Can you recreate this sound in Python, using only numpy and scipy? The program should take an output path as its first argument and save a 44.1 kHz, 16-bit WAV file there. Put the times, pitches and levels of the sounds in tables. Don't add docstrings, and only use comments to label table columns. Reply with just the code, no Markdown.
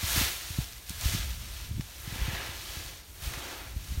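import sys
import numpy as np
from scipy.fft import rfft, irfft, next_fast_len
from scipy.io import wavfile
from scipy.ndimage import map_coordinates

SR = 44100
rng = np.random.default_rng(int(sys.argv[2]) if len(sys.argv) > 2 else 0)


def pcm_store(signal):
    levels = np.round(np.clip(np.atleast_2d(signal), -1, 1) * 32767)
    wavfile.write(sys.argv[1], SR, levels.astype(np.int16).T)


N = 176400
T = np.arange(N) / SR

# (frequency [Hz], gain [dB])
AIR_SPECTRUM = [(100, -7), (300, -5), (1000, -11), (3000, -13), (8000, -16.5), (16000, -37)]
RUMBLE_SPECTRUM = [(20, -18), (32, -17), (45, -0.5), (65, -1.5), (100, -8.5), (150, -18.5), (250, -28.5),
                   (400, -43), (900, -82)]
# (time [s], relative level [dB])
WIND_LEVELS = [(0, -56), (0.06, -41.5), (0.22, -40.5), (0.4, -54), (0.65, -47), (0.85, -53), (1.08, -35.5),
               (1.33, -39), (1.58, -49), (1.76, -33.5), (1.9, -54), (2.22, -36.5), (2.45, -49),
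               (2.85, -46.5), (3.05, -54), (3.2, -51.5), (3.27, -39.5), (3.5, -54.5), (3.68, -44.5),
               (3.85, -42.5), (4.0, -34)]
# (time [s], relative level [dB], frequency [Hz])
AIR_PUSHES = [(0.028, -25.5, 138), (0.037, -20, 89.5), (0.161, -21, 296), (.174, -15, 94),
              (.211, -19.5, 227), (0.222, -22, 69), (0.503, -25, 86.4), (.585, -12.5, 122),
              (0.597, -22, 55), (.903, -28.5, 171), (1.055, -13, 66), (1.136, -22, 131), (1.147, -18, 140),
              (1.195, -23, 75), (1.71, -25, 106), (1.780, -26, 172), (1.794, -16, 129), (2.075, -25.5, 131),
              (2.124, -25, 111), (2.157, -29.5, 230), (2.214, -16, 57.7), (2.279, -19, 122),
              (2.330, -27, 171), (2.489, -29.5, 91), (2.769, -26, 69.6), (3.271, -24.5, 65.4),
              (3.373, -31.5, 112), (3.762, -20.5, 71), (3.905, -25, 48), (3.921, -28, 130),
              (3.974, -17.5, 71)]
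# (time [s], half length [s], level [dB])
LEAF_LANDINGS = [(0.577, .1, -56.5), (1.55, .12, -69), (2.772, 0.18, -54.5)]
# (frequency [Hz], gain [dB])
LANDING_SPECTRUM = [(150, -11), (330, 2), (700, -3), (1600, -3.5), (4000, -24)]
SOIL_SPECTRUM = [(120, -17.5), (280, -1), (550, -2.5), (950, -3), (1500, -10.5), (4000, -45)]
LEAF_SPECTRUM = [(300, -7), (500, -8.5), (1100, -6), (1800, -3.5), (3800, -1), (6200, -3), (8500, -5),
                 (12800, -5.5), (15500, -8)]
# (time [s], level [dB], frequency [Hz], 60 dB decay time [s])
STALK_SNAPS = [(.643, -33, 4500, 0.0069), (.725, -34, 4000, .005), (.733, -32.5, 4000, .005),
               (.895, -28.5, 6850, 0.018), (.904, -35, 5000, .02), (1.011, -30, 4300, .02),
               (1.048, -34, 5000, 0.057), (1.809, -32.5, 1950, 0.014), (3.236, -39, 3000, .04),
               (3.336, -33.5, 1590, 0.051), (3.682, -45, 800, .02), (3.843, -38, 5000, .01),
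               (3.872, -41, 1500, .015)]
# (peak time [s], rise [s], release [s], level [dB], resonance [Hz], soil relative to scrape [dB])
TINE_PULLS = [(.225, 0.14, 0.093, -38.5, 2000, -10.5), (1.17, 0.11, 0.12, -50.5, 1910, -7),
              (2.36, 0.27, .2, -40.5, 1860, -7.5), (3.48, 0.24, .23, -46.5, 1600, -2)]
# (frequency [multiple of the resonance], gain [dB])
SCRAPE_SPECTRUM = [(.1, -15.5), (.3, -9.5), (.5, -9.5), (.72, -5.5), (.95, -1.5), (1.6, -4.5), (2.4, -12),
                   (4, -28), (8, -26)]
# (time [s], relative level [dB], relative treble gain [dB])
FIRST_STROKE = [(0, -40.5, -3), (0.05, -37.5, -3), (0.11, -34.5, 0), (0.2, -31.5, -2.5), (0.27, -35, -2.5),
                (0.32, -40.5, -1.5), (0.41, -44.5, -3), (0.62, -45, -2.7), (0.69, -50, -2.0),
                (0.85, -56, 0.5)]
SECOND_STROKE = [(0.89, -48, -2.5), (0.98, -47, -2), (1.055, -37, -3), (1.15, -38, -4), (1.23, -42.5, -5),
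                 (1.38, -49.5, -2.2), (1.64, -47.5, -4.5), (1.72, -54.5, -2), (1.96, -52, -1.7)]
THIRD_STROKE = [(2.03, -52.5, 2), (2.11, -46, -4), (2.22, -46, -3), (2.42, -45.5, -5), (2.6, -46, -5),
                (2.72, -44.5, -4.5), (2.88, -47, -3.5), (2.96, -51.5, -4), (3.03, -56.5, -4)]
FOURTH_STROKE = [(3.12, -60, 4), (3.2, -54, 1), (3.245, -44.5, -1.5), (3.36, -46.5, -4.5),
                 (3.52, -46.5, -5), (3.66, -52.5, -2), (3.76, -55.5, -1), (3.9, -49.5, -2.5),
                 (4.0, -51.5, -3)]
# (frequency [Hz], half width [Hz], gain [dB])
HOUSING_DIPS = [(1380, 31, -1), (4950, 100, -5), (7670, 320, -3), (10480, 340, -5)]


def amp(db):
    return 10 ** (np.asarray(db) / 20)


def unit(x):
    return x / np.sqrt(np.mean(x ** 2) + 1e-20)


def gain_at(spectrum, hz):
    knots_hz, db = np.transpose(spectrum)
    return amp(np.interp(np.log(hz + 1e-6), np.log(knots_hz), db))


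def wobble(rate):
    return map_coordinates(rng.standard_normal(int(N * rate / SR) + 4), [T * rate])


def coloured(x, gain):
    size = 2 * next_fast_len(N)
    hz = np.fft.rfftfreq(size, 1 / SR)
    cepstrum = irfft(np.log(np.maximum(gain(hz), 1e-6)), size)
    cepstrum[1:size // 2] *= 2
    cepstrum[size // 2 + 1:] = 0
    return irfft(rfft(x, size) * np.exp(rfft(cepstrum)), size)[:N]


def noise(spectrum):
    return unit(coloured(rng.standard_normal(N), lambda hz: gain_at(spectrum, hz)))


def add(track, start_s, sound):
    part = track[max(0, round(start_s * SR)):][:len(sound)]
    part += sound[:len(part)]


def grains(per_second, spread_db, cycles, low_hz, high_hz, samples=160):
    when, pitch, strength, phase = rng.random((int(per_second * N / SR), 4)).T[:, :, None]
    hz = low_hz + (high_hz - low_hz) * pitch ** 2
    age = np.arange(samples)
    turns = hz * age / SR
    height = amp(-spread_db * np.log(np.maximum(strength, .012))) * (hz / high_hz) ** .75
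    rings = height * np.sin(2 * np.pi * (turns + phase)) * np.exp(-turns / cycles)
    positions = (when * N).astype(int) + age
    return unit(np.bincount(positions.ravel(), rings.ravel(), N + samples)[:N])


def wind(lift_db=1.5, gust_db=.5, air_db=-58):
    rumble = noise(RUMBLE_SPECTRUM)
    air = noise(AIR_SPECTRUM)
    level_db = np.interp(T, *np.transpose(WIND_LEVELS)) + lift_db + gust_db * wobble(14)
    return rumble * amp(level_db) + amp(air_db) * air


def wind_bumps(decay_cycles=.65, rise_cycles=.082, body_hz=302, body_width_hz=45, body_db=3.5):
    pushes = np.zeros(N)
    for start_s, db, pitch_hz in AIR_PUSHES:
        turns = pitch_hz * T[:SR // 5]
        envelope = np.exp(-turns / decay_cycles) * (1 - np.exp(-turns / rise_cycles))
        add(pushes, start_s, amp(db) * envelope * np.sin(2 * np.pi * turns))

    def response(hz):
        resonance = amp(body_db / (1 + ((hz - body_hz) / body_width_hz) ** 2))
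        passband = hz ** 2 / np.hypot(hz ** 2, 32 ** 2) / np.hypot(1, (hz / 365) ** 4)
        return resonance * passband
    return coloured(pushes, response)


def ground_reflections(direct, count, delay_range_s=(.000796, .006), drift_s=.00005, each_db=-22):
    knots = np.linspace(0, N / SR, 12)
    reflected = np.zeros(N)
    for _ in range(count):
        delay = rng.uniform(*delay_range_s) + drift_s * np.interp(T, knots, rng.standard_normal(12))
        reflected += np.interp(T - delay, T, direct)
    return direct + amp(each_db) * reflected


def landing_leaves():
    swells = sum(amp(db) * np.exp(-((T - peak_s) / half_s) ** 2) for peak_s, half_s, db in LEAF_LANDINGS)
    return swells * noise(LANDING_SPECTRUM)


def snaps():
    out = np.zeros(N)
    for start_s, db, centre_hz, t60 in STALK_SNAPS:
        band = lambda hz: 1 / np.hypot(1, hz / centre_hz - centre_hz / (hz + 1))
        burst = unit(coloured(rng.standard_normal(N), band))
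        add(out, start_s, burst * amp(db - 60 * np.minimum(T / t60, 2)))
    return out


def scraping_tines(tick_db=-14.5, edge_db=9, curvature=2.27):
    out = np.zeros(N)
    for peak_s, rise_s, release_s, db, centre_hz, soil_db in TINE_PULLS:
        friction = rng.standard_normal(N)
        ticks = grains(per_second=400, spread_db=4, cycles=4, low_hz=513, high_hz=6070, samples=400)
        grit = unit(friction + amp(tick_db) * ticks)
        scrape = unit(coloured(grit, lambda hz: gain_at(SCRAPE_SPECTRUM, hz / centre_hz)))
        soil = amp(soil_db) * noise(SOIL_SPECTRUM)
        from_peak = np.where(T < peak_s, (peak_s - T) / rise_s, (T - peak_s) / release_s)
        out += (scrape + soil) * amp(db - edge_db * from_peak ** curvature)
    return out


def crushed_leaves(crackle_db=-13.5, hiss_db=3.5, low_cut_hz=310, treble_hz=6940):
    times, stroke_db, treble_db = np.transpose(
        [*FIRST_STROKE, *SECOND_STROKE, *THIRD_STROKE, *FOURTH_STROKE])
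    fine = grains(per_second=5000, spread_db=2.5, cycles=1.18, low_hz=483, high_hz=17160)
    crackles = grains(per_second=130, spread_db=3, cycles=1.3, low_hz=1230, high_hz=15000)
    cracks = fine + amp(crackle_db) * crackles + amp(hiss_db) * rng.standard_normal(N)
    response = lambda hz: gain_at(LEAF_SPECTRUM, hz) * hz ** 2 / (hz ** 2 + low_cut_hz ** 2)
    rustle = unit(coloured(cracks, response))
    high_pass = 1 - 1 / (1 + (np.fft.rfftfreq(N, 1 / SR) / treble_hz) ** 6)
    treble = irfft(rfft(rustle) * high_pass, N)
    treble_gain = amp(np.interp(T, times, treble_db) + 1.5)
    clumps_db = .49 * wobble(60)
    envelope = amp(np.interp(T, times, stroke_db) + 5 + clumps_db)
    return (rustle - treble + treble_gain * treble) * envelope


def scene():
    raking = crushed_leaves() + scraping_tines() + snaps() + landing_leaves()
    buffeting = wind_bumps() + wind()
    mono = ground_reflections(raking, count=7) + buffeting
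    return np.array([mono, mono])


def record(dry):
    band_limit_hz = 15850
    size = next_fast_len(N + SR // 2)
    hz = np.fft.rfftfreq(size, 1 / SR)
    dips_db = sum(db / (1 + ((hz - centre) / width) ** 2) for centre, width, db in HOUSING_DIPS)
    return irfft(rfft(dry, size) * amp(dips_db) * (hz < band_limit_hz), size)[:, :N]


dry = scene()
out = record(dry)
pcm_store(out)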